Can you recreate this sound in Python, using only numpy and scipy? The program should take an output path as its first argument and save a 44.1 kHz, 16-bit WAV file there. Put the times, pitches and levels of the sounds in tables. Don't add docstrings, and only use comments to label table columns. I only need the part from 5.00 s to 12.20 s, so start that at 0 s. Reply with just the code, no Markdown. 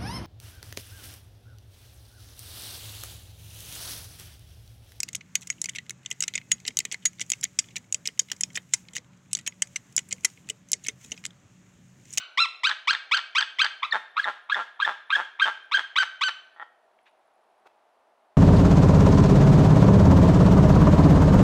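import sys
import numpy as np
from scipy import signal
from scipy.fft import rfft, irfft
from scipy.io import wavfile
from scipy.ndimage import uniform_filter1d

SR = 44100
rng = np.random.default_rng(int(sys.argv[2]) if len(sys.argv) > 2 else 0)


def pcm_store(signal):
    levels = np.round(np.clip(np.atleast_2d(signal), -1, 1) * 32767)
    wavfile.write(sys.argv[1], SR, levels.astype(np.int16).T)


N = 317520

# f/Hz,
# relative density/dB
HUSH_SPECTRUM = [(18, -50), (30, -24.5), (54, -17), (86, -10), (112, -4), (185, -5.5), (450, -23.5),
                 (800, -26.5), (1700, -26), (3000, -32.5), (4600, -39.5), (6700, -41), (9000, -57),
                 (16500, -68.5)]
RUB_SPECTRUM = [(800, -29.5), (1500, -8.5), (2300, 0.5), (3300, -3), (4600, -9), (6800, 5.5), (8200, -4),
                (10000, -28.5), (16000, -38)]
HISS_SPECTRUM = [(5000, -34), (8500, -6), (11000, -4), (16000, -9)]
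# f/Hz, bandwidth/Hz, level/dB
ENGINE_TONES = [(127.6, 6.8, -65), (181.9, 7.4, -63), (574, 5.2, -80.5)]
# t/s, rub level/dB, hiss level/dB
SLIDING = [(0.0, -61, -76), (.2, -73, -84), (.45, -63, -77), (.75, -66, -75), (0.999, -72, -92),
           (1.3, -80, -88), (1.5, -65, -78.5), (2.1, -65.5, -79.5), (2.9, -69, -80.5), (3.35, -64.5, -74),
           (3.85, -68, -78), (4.11, -73, -87), (4.5, -67, -81), (5.301, -65, -75), (5.699, -71.5, -86),
           (6.001, -80, -85), (6.4, -69.5, -86), (6.8, -69, -82.5), (7.2, -69, -80.5)]
# peak t/s, level/dB, swell time/s
SCRAPE_PEAKS = [(.58, -84, 0.043), (1.24, -63, 0.23), (2.36, -61.5, 0.12), (2.65, -62.5, 0.09),
                (3.78, -60, .06), (4.73, -68.5, 0.053), (5.29, -65.5, 0.084), (5.86, -58.5, 0.076),
                (6.015, -58, 0.016), (6.045, -53.5, 0.028), (6.09, -59.5, 0.13), (6.19, -62, 0.027),
                (7.142, -52, 0.082)]
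# f/Hz, level/dB, T60/s
SCATTER_DECAY = [(1000, -37, 0.2), (2300, -57.5, 0.075), (4500, -58.5, 0.31), (6570, -59, .16),
                 (12000, -49, 0.057)]
# f/Hz, level/dB, T60/s
BAR_MODES = [(1990, -5, .25), (2060, -2, .4), (2570, 2, .5), (2827, -5.5, .25), (3120, -4, 0.3),
             (3620, -8, .4)]
THUD_MODES = [(253, 5, 0.039), (447, -1.5, 0.071), (603, -5, 0.049), (875, 2, 0.022), (1060, -5.5, 0.011)]
KNOCK_MODES = [(747, -3, 0.034), (1196, 1, 0.011), (1365, 1.5, 0.019)]
BODY_MODES = [(1823, -8.5, 0.029), (2000, -6, 0.038), (2154, 2.5, 0.019), (2482, -4.5, 0.015),
              (2888, -1.5, 0.011), (3154, -13, 0.033), (3385, -2.5, 0.0082), (3670, -18, 0.042),
              (3920, 2, 0.0055)]
SNAP_MODES = [(2270, -1, 0.0026), (2880, 0, 0.0036), (4060, -1.5, 0.0023), (5200, -8, 0.0035)]
CLACK_MODES = [(4700, -2, 0.0089), (4750, -3, 0.015), (5370, -7, 0.018), (5728, -1, 0.0073),
               (6110, -3, 0.015), (6443, -3, 0.0065), (6847, 0.5, 0.011), (7330, -11, 0.017),
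               (7405, 0, 0.01), (7860, -8.5, 0.024), (8344, -4, 0.0085), (9070, -1.5, 0.0082)]
TREBLE_MODES = [(9820, 7.5, 0.0083), (10780, 5.5, 0.011), (10700, -2, 0.0035), (12300, 1, 0.0036),
                (13370, -8.5, .005), (14200, -16.5, .005), (15460, -13, .006)]
PIN_MODES = [(6710, 0, .045)]
# t/s, energy level/dB in 1 ms
PIN_BLOWS = [(.3537, -19), (.5016, -17.5), (1.5158, -6), (2.0534, -6), (2.439, -25), (2.5883, -33),
             (3.964, -23), (4.474, -17), (5.234, -47), (7.1802, -36.5)]
KNOCK_BLOWS = [(.3537, -41.5), (.5016, -46), (1.5158, -47), (4.6214, -43.5), (5.2466, -46), (7.1739, -37)]
# t/s, clack energy level/dB in 1 ms, body level/dB re clack,
# treble level/dB re clack, thud energy level/dB in 1 ms, chatter time/ms
IMPACTS = [(.0031,-16.5,-16,-20,-59.5,0.65),(.032,-17,-13.5,-50,-47,1.9),(0.0813,-53,12,-14,-74,3.2),(.087,-29.5,-4,-24,-70,2.6),
           (.131,-32.5,-13,-28,-70,0.92),(.1335,-40,-7,-17,-70,1.7),(0.1489,-28,1.5,-17,-70,0.66),(0.1527,-19.5,-12.5,-12,-72,.8),(0.1609,-32,-12,-23,-72,2.7),
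           (0.2083,-46,10,-26,-70,4.9),(0.35,-48,9,-8,-74,8.6),(.3537,-11.5,-5.5,-25,-69,2.8),(0.41,-42,-22,-13,-67,1.5),(.4175,-39,-15,-14,-74,1.7),
           (.422,-40,.5,-22,-72,6.1),(0.431,-40,-2,-26,-70,1.2),(0.472,-29,-14,-17,-70,3.2),(0.493,-47,3,-14,-70,11),(0.5018,-14,-6.5,-22,-52,0.99),
           (.526,-54.5,10,-20,-70,1.8),(.5825,-58.5,8,-18,-69,1.2),(.6157,-16,-16,-8.5,-68,1.3),(.6412,-21,-7,-25,-45,2.6),(0.6571,-22,-6,-28,-75,2.1),(0.6876,-35.5,9,-28,-68,2.2),
           (.692,-22.5,-4.5,-23,-68,3.3),(.7345,-60,13,-19,-70,1.5),(.7505,-42,8,-32,-70,0.51),(0.754,-39,4,-21,-64,2.2),(.758,-28.5,1.5,-23,-60,5.6),
           (.7672,-53,13,-19,-70,3.8),(0.7847,-32.5,10,-30,-50,2.8),(0.8638,-54.5,6.5,-27,-68,2.3),(0.8955,-27,-4,-31,-44,1.2),(0.9066,-26,-6.5,-14,-62,1.2),(1.031,-60,4,-11,-69,3.8),(1.0497,-52,6,-19,-58,3.3),
           (1.0605,-26.5,-1.5,-46,-62,2.6),(1.1032,-33.5,-5,-14,-70,5.6),(1.1121,-21,-1.5,-26,-41,2.6),(1.125,-35.5,-9,-21,-70,2.9),
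           (1.2052,-14.5,-11.5,-15,-70,1.8),(1.2231,-14.5,-10,-29,-43.5,3.1),(1.2364,-20,-4.5,-31,-61,2.2),(1.2791,-18.5,-0.5,-20,-68,3.6),
           (1.3383,-34,4,-39,-76,0.72),(1.3436,-36.5,7,-32,-70,3.1),(1.3527,-16,-2.5,-32,-41.5,3.4),(1.3782,-30.5,8.5,-19,-54,0.57),(1.3835,-43,11,-23,-70,0.89),
           (1.4145,-62,20.5,-22,-70,2.6),(1.5112,-37,-3,-14,-63,2.9),(1.5159,-8.5,-5.5,-14.5,-70,3.95),(1.582,-63,12,-14,-70,1.7),(1.6007,-44,-2,-15,-68,2.6),(1.6513,-38,7.5,-41,-46,3.1),
           (1.664,-32.5,-1,-26,-42,2.6),(1.67,-33,-4,-15,-61,3.7),(1.6777,-17,-2.5,-24,-45,3.9),(1.686,-32,-8,-19,-38.5,2.5),(1.705,-50,11,-22,-50,3.4),
           (1.7707,-12.5,-15,-14.5,-68,0.73),(1.789,-11.5,-13,-41,-45,1.3),(1.8028,-22,-2,-28,-61,2.1),(1.8511,-22,0.5,-17,-43,2.7),
           (1.9147,-30,1.5,-40,-67,0.37),(1.919,-28,.5,-25,-63,3.5),(1.9242,-22,-7.5,-18.5,-41,1.3),(1.927,-34,0,-20,-74,12),(1.9435,-31,8,-23,-50,1.8),
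           (2.023,-52.5,9,-16.5,-66,13),(2.0529,-8,-6.5,-25.5,-63,6.2),(2.0727,-41,-5,-13.5,-65,3.1),(2.132,-49.5,-1,-12.5,-72,0.95),(2.1848,-55,11,-14,-76,2.5),(2.196,-31.5,1.5,-30,-73,1.4),
           (2.2047,-25.5,-4.5,-16,-44,9.5),(2.2132,-19,-3.5,-29,-42,3.1),(2.221,-31.5,-6,-19,-67,4),(2.2363,-54.5,7.5,-14,-70,1.7),(2.263,-47.5,-15.5,-15,-70,1.6),(2.2958,-38,-16,-20,-73,2),(2.3017,-15,-15.5,-14,-70,0.4),
           (2.3185,-11.5,-10.5,-41,-46,1.52),(2.334,-26,3.5,-37,-54,2.4),(2.411,-32,-35,-13,-63,0.84),(2.428,-39,11,-17,-61,7.9),(2.4347,-23.5,-7,-20,-61,1.4),
           (2.439,-12.5,-12,-21,-42.5,1.9),(2.4518,-45.5,18,-22,-70,0.84),(2.5885,-7,-10.5,-31.5,-39.5,4.9),(2.622,-61,6,-14,-70,3),(2.641,-53,7,-14,-70,3.5),(2.671,-62,4,-10,-70,1.7),(2.6858,-53,12,-14,-56.5,3.6),(2.704,-50.5,5,-26,-65,14),
           (2.7573,-33,2,-25,-64,3.2),(2.7631,-23.5,-3,-24,-48,4),(2.7664,-26,3,-43,-44,4.4),(2.781,-37,-16,-18,-59,2),(2.8423,-68.5,16,-10,-63,2.3),(2.9249,-14,-18.5,-15.5,-66,1.2),
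           (2.9446,-13,-10,-37,-43.5,0.7),(3.0548,-26.5,2,-31,-64.5,4),(3.0579,-26.5,-6,-25,-63,6.8),(3.0742,-15.5,-7.5,-21,-44,0.53),(3.087,-43.5,13,-22,-42,1.6),
           (3.1755,-53,5,-16,-70,1.3),(3.1927,-6,-13,-25.5,-60,3.7),(3.2143,-39,-12,-18.5,-45.5,5.2),(3.2852,-52.5,11,-18,-70,3.2),(3.299,-44,8,-28,-70,4.2),(3.316,-18.5,-3.5,-34,-52.5,3.3),
           (3.3303,-42,1,-25,-42,2.2),(3.3642,-43,-7,-26,-70,1.6),(3.4082,-15.5,-15.5,-9.5,-78,2.4),(3.4344,-12,-11,-47,-38.5,2.3),(3.503,-51.5,9.5,-26,-74,0.92),
           (3.532,-47.5,-12.5,-14,-70,2.2),(3.5456,-39,-9,-16,-59,2.5),(3.554,-24.5,1.5,-38,-53,5.7),(3.5608,-21,-18,-29.5,-42,4.3),(3.5733,-37.5,17.5,-20,-39.5,4.1),(3.723,-41,-6,-24.5,-73,21),
           (3.7358,-5.5,-12,-23,-43,5.3),(3.885,-50.5,10.5,-27,-72.5,2),(3.9337,-38,-3,-17,-50.5,3.7),(3.945,-52,-5,-6,-49,4.9),(3.9526,-31.5,-1.5,-30,-71.5,2),
           (3.9574,-26.5,-7,-24.5,-67.5,2.6),(3.965,-25.5,3,-31,-60,2.1),(3.9745,-33,-3,-30,-54.5,1.6),(3.9811,-31.5,-0.5,-39,-41,1.47),(4.1325,-63.5,11.5,-16.5,-71.5,2.5),(4.1738,-60.5,-11.5,-28.5,-70.5,1.5),(4.311,-45,-3.5,-22,-71.5,10.6),
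           (4.3311,-13.5,-15.5,-12.5,-67,1.13),(4.3505,-13.5,-12.5,-56,-50,1.25),(4.3698,-32,-8,-22,-67,.9),(4.3763,-37,-6,-19,-68,1.5),(4.3883,-34.5,-2,-17,-68,2.2),
           (4.3932,-44,5.5,-23,-64,4.5),(4.411,-48,-3,-11,-70,2),(4.4637,-24.5,-1,-23,-57,6.5),(4.475,-21.5,0,-24,-41,2.5),(4.5226,-71.5,28.5,-12,-63,2),(4.6209,-9.5,-8,-24,-59,3.5),
           (4.6717,-44.5,-5,-11,-67,1.5),(4.7588,-18.5,-1.5,-22,-58,6.1),(4.9246,-47.5,-16,-15.5,-58,2.2),(4.9645,-10.5,-27,-14,-70,0.85),(4.9783,-10,-11,-37,-41.5,2),
           (4.9897,-25,-2.5,-18,-47,2.4),(5.0874,-42,-7,-4,-70,3.6),(5.109,-32,-0.5,-35,-74,3.3),(5.116,-33,6,-20,-70,3.6),(5.126,-15.5,-11.5,-41,-40.5,1.6),
           (5.182,-59.5,12,-15,-70,1.4),(5.2072,-48,-15.5,-14,-70,2.4),(5.234,-46,2,-10,-54,10),(5.2469,-6.5,-6,-13.5,-39,5.7),(5.3,-46,-3,-27,-69.5,2),(5.3742,-68,23,-22,-47,1.8),(5.471,-57.5,3,-14,-72,3.4),(5.4887,-32,0,-18,-68,1.5),
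           (5.4978,-20,-3,-18.5,-35,4.6),(5.6868,-44.5,-10.5,-11.5,-66.5,2.0),(5.6948,-48,-10,-20.5,-70,11.5),(5.7175,-16.5,-16,-5,-53,0.7),(5.732,-8,-15,-39,-47,0.57),
           (5.7361,-23.5,-0.5,-22.5,-39.5,2.2),(5.8381,-42,-9,-21,-70,0.95),(5.8413,-35,-15,-12,-49,2),(5.846,-42,6.5,-15,-70,6.1),(5.8536,-40,-13,-23,-52,2.5),
           (5.8635,-38,10.5,-23,-52,1.7),(5.868,-27,-5.5,-33,-61,1.4),(5.8843,-15.5,-7.5,-29,-34,2.4),(5.8895,-36,7.5,-21,-51,6.9),(6.046,-42,-4,-13,-44,1.7),
           (6.0616,-46,-16,-18,-70,1.5),(6.099,-57,9,-25,-70,1.3),(6.11,-41.5,-10,-14,-62,1.2),(6.118,-22.5,-2.5,-35,-35.5,3.7),(6.1231,-36,-8,-26,-43,4),(6.14,-59,12,-16,-45.5,4.4),(6.164,-48,-2,-26,-51,10),
           (6.1763,-45.5,8.5,-32,-69,3.1),(6.239,-42,6,-25,-70,2.3),(6.2487,-37,-17,-17,-69,1.3),(6.253,-23.5,-2,-13,-48,0.5),(6.2632,-26,-12.5,-22,-58,1.1),
           (6.306,-55,8,-19,-66.5,2.7),(7.053,-49,-4,-17,-68,3.4),(7.1058,-38.5,-20,-28,-63,0.6),(7.1279,-32,-30,-22,-72,1.8),(7.136,-27,-17,-24,-64,1.5),
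           (7.1415,-47,-21,-16,-70,7),(7.1523,-43,-15,-27,-68,1.5),(7.163,-46,-21,-28,-70,1.7),(7.1737,-14.5,-1.5,-20,-37.5,5.2),(7.181,-11.5,-12,-20,-64,2.1)]

PIN_DB, KNOCK_DB, SNAP_DB = -22, -34.5, -6.5
CLACK_HZ, CLACK_HZ_PER_DB, USUAL_TREBLE_DB = 6637, 19.5, -23.5
BODY_HZ, BODY_HZ_PER_DB = 2874, -13


def amp(db):
    return 10 ** (np.asarray(db) / 20)


def unit_rms(x):
    return x / np.sqrt(np.mean(x ** 2) + 1e-20)


def filtered(x, gain):
    return unit_rms(irfft(rfft(x) * gain(np.fft.rfftfreq(len(x), 1 / SR)), len(x)))


def shaped(x, spectrum):
    hz, db = np.transpose(spectrum)
    return filtered(x, lambda f: amp(np.interp(np.log(f + 1), np.log(hz + 1), db)))


def highpass(x, hz, order):
    return signal.sosfilt(signal.butter(order, hz, "high", fs=SR, output="sos"), x)


def woodland(level_db=-58, drift_db=1.5):
    hush = amp(level_db) * shaped(rng.standard_normal(N), HUSH_SPECTRUM)
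    bands = signal.stft(hush, nperseg=512)[2]
    patches = uniform_filter1d(rng.standard_normal(bands.shape), size=12, axis=0)
    patches = unit_rms(uniform_filter1d(patches, size=16, axis=1))
    return signal.istft(bands * amp(drift_db * patches), nperseg=512)[1][:N]


def far_engine():
    return sum(amp(db) * filtered(rng.standard_normal(N), lambda f: 1 / (1 + (2 * (f - hz) / width) ** 2))
               for hz, width, db in ENGINE_TONES)


def scattering(jack):
    hz, t, bands = signal.stft(rng.standard_normal(SR // 2), SR, nperseg=128)
    f, db, t60 = np.transpose(SCATTER_DECAY)
    level_db = np.interp(hz, f, db)[:, None] - 60 * t / np.interp(hz, f, t60)[:, None]
    tail = signal.istft(bands * amp(level_db), SR, nperseg=128)[1]
    return signal.oaconvolve(jack, tail[64:])[:N]


def rubbing(swell_db=17, release_ratio=.95, scrape_hiss_db=-13):
    t = np.arange(N) / SR
    scrape = sum(amp(db - swell_db * np.maximum((at - t) / swell, (t - at) / (release_ratio * swell)))
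                 for at, db, swell in SCRAPE_PEAKS)
    sizes = amp(3.2 * np.minimum(rng.exponential(1, N), 6))
    grit = sizes * (rng.random(N) < .03) * rng.choice([-1., 1.], N)
    grit += .6 * rng.standard_normal(N)
    flicker = filtered(rng.standard_normal(N), lambda f: (f > 2) / np.sqrt(f + 1) / (1 + (f / 60) ** 2))
    grit *= amp(.63 * flicker)
    times, rub_db, hiss_db = np.transpose(SLIDING)
    rub_gain = amp(np.interp(t, times, rub_db)) + scrape
    hiss_gain = amp(np.interp(t, times, hiss_db)) + amp(scrape_hiss_db) * scrape
    return rub_gain * shaped(grit, RUB_SPECTRUM) + hiss_gain * shaped(grit, HISS_SPECTRUM)


def bar_ring(jack, coupling_db=-72.5, freest_s=1.2, width_s=.38):
    hz, db, t60 = np.transpose(BAR_MODES)[:, :, None]
    t = np.arange(SR // 2) / SR
    response = (amp(db - 60 * t / t60) * np.sin(2 * np.pi * hz * t)).sum(axis=0)
    coupling = amp(coupling_db) * np.exp(-.5 * ((np.arange(N) / SR - freest_s) / width_s) ** 2)
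    return signal.oaconvolve(jack * coupling, response)[:N]


def loose_ticks(count=22, until_s=6.35, level_db=-64):
    return [(when * until_s, level_db + 2 * size - 1, 5.5, -16.5, -90, 2.3)
            for when, size in rng.random((count, 2))]


def blow_levels(usual_db, exceptions):
    times = np.transpose(IMPACTS)[0]
    db = usual_db.copy()
    for at, own_db in exceptions:
        db[np.argmin(abs(times - at))] = own_db
    return db


def ring(modes, force, energy_db, centre_hz=None, log_width=1., detune=.025, cluster=3):
    hz, db, t60 = np.transpose(modes * cluster)[:, :, None]
    t = np.arange(min(force.shape[1], round(t60.max() * SR))) / SR
    polarity, offset = rng.standard_normal((len(force), len(hz), 3)).transpose(2, 0, 1)[1:, ..., None]
    neighbour = (np.arange(len(hz)) >= len(modes))[:, None]
    share = amp(-5 * neighbour) * np.sign(polarity)
    detuned_hz = hz * (1 + detune * offset * np.where(neighbour, 1.3, .4))
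    if centre_hz is not None:
        share *= np.exp(-.5 * (np.log(hz / centre_hz[:, None, None]) / log_width) ** 2)
    response = (share * amp(db - 60 * t / t60) * np.sin(2 * np.pi * detuned_hz * t)).sum(axis=1)
    sound = signal.fftconvolve(force, response, axes=1)[:, :force.shape[1]]
    gain = amp(energy_db) * np.sqrt(SR / 1000) / np.linalg.norm(sound, axis=1)
    return sound * gain[:, None]


def rebound_forces(chatter_ms, samples=2400):
    ms = np.arange(samples) * 1000 / SR
    progress = ms / np.clip(chatter_ms - .3, .2, 20)[:, None]
    rebounds = rng.standard_normal(progress.shape) * (rng.random(progress.shape) < .25)
    rebounds[:, 0] = 1.0
    contact = rebounds * np.minimum(progress / .43 + .58, 1) * np.exp(-.8 * progress ** 1.5)
    fade = signal.windows.tukey(2 * samples, .4)[samples:]
    rattle = rebounds * np.minimum(progress, 1) * amp(-.6 * ms) * fade
    return contact, rattle


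def soil_thud(contact, energy_db):
    shove = uniform_filter1d(abs(contact), size=21, origin=10)
    centre_hz = np.full(len(contact), 480.)
    thud = ring(THUD_MODES, shove, energy_db, centre_hz, log_width=.74, detune=.13, cluster=2)
    return highpass(thud, hz=200, order=2)


def jack_blows():
    times, clack_db, body_re_clack, treble_re_clack, thud_db, chatter_ms = np.transpose(
        list(IMPACTS) + loose_ticks())
    body_db = clack_db + body_re_clack
    clack_hz = CLACK_HZ + CLACK_HZ_PER_DB * (treble_re_clack - USUAL_TREBLE_DB)
    body_hz = BODY_HZ + BODY_HZ_PER_DB * body_re_clack
    contact, rattle = rebound_forces(chatter_ms)
    steel = ring(CLACK_MODES, contact, clack_db, clack_hz, log_width=.18)
    steel += ring(BODY_MODES, contact, body_db, body_hz, log_width=.27, detune=.013)
    steel += ring(TREBLE_MODES, contact, clack_db + treble_re_clack)
    steel += ring(PIN_MODES, contact, blow_levels(clack_db + PIN_DB, PIN_BLOWS), detune=0, cluster=1)
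    steel += ring(CLACK_MODES, rattle, clack_db - 26.5, detune=.022)
    steel += ring(BODY_MODES, rattle, body_db - 20, detune=.15)
    steel += ring(SNAP_MODES, contact, body_db + SNAP_DB, detune=.057, cluster=1)
    steel = highpass(steel, hz=1500, order=3)
    steel += ring(KNOCK_MODES, contact, blow_levels(body_db + KNOCK_DB, KNOCK_BLOWS), detune=.064)
    out = np.zeros(N + contact.shape[1])
    for start, blow in zip(np.round(times * SR).astype(int), steel + soil_thud(contact, thud_db)):
        out[start:start + len(blow)] += blow
    return out[:N]


def scene():
    jack = jack_blows()
    return (jack + bar_ring(jack) + scattering(jack) + rubbing() + woodland() + far_engine())[None]


def record(dry, ceiling=.65, edge_hz=16100):
    rounded = ceiling * np.tanh(dry / ceiling)
    lowpass = signal.firwin(151, edge_hz, window=("kaiser", 8), fs=SR)
    return signal.oaconvolve(highpass(rounded, hz=45, order=2), lowpass[None], "same")


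dry = scene()
out = record(dry)
pcm_store(out)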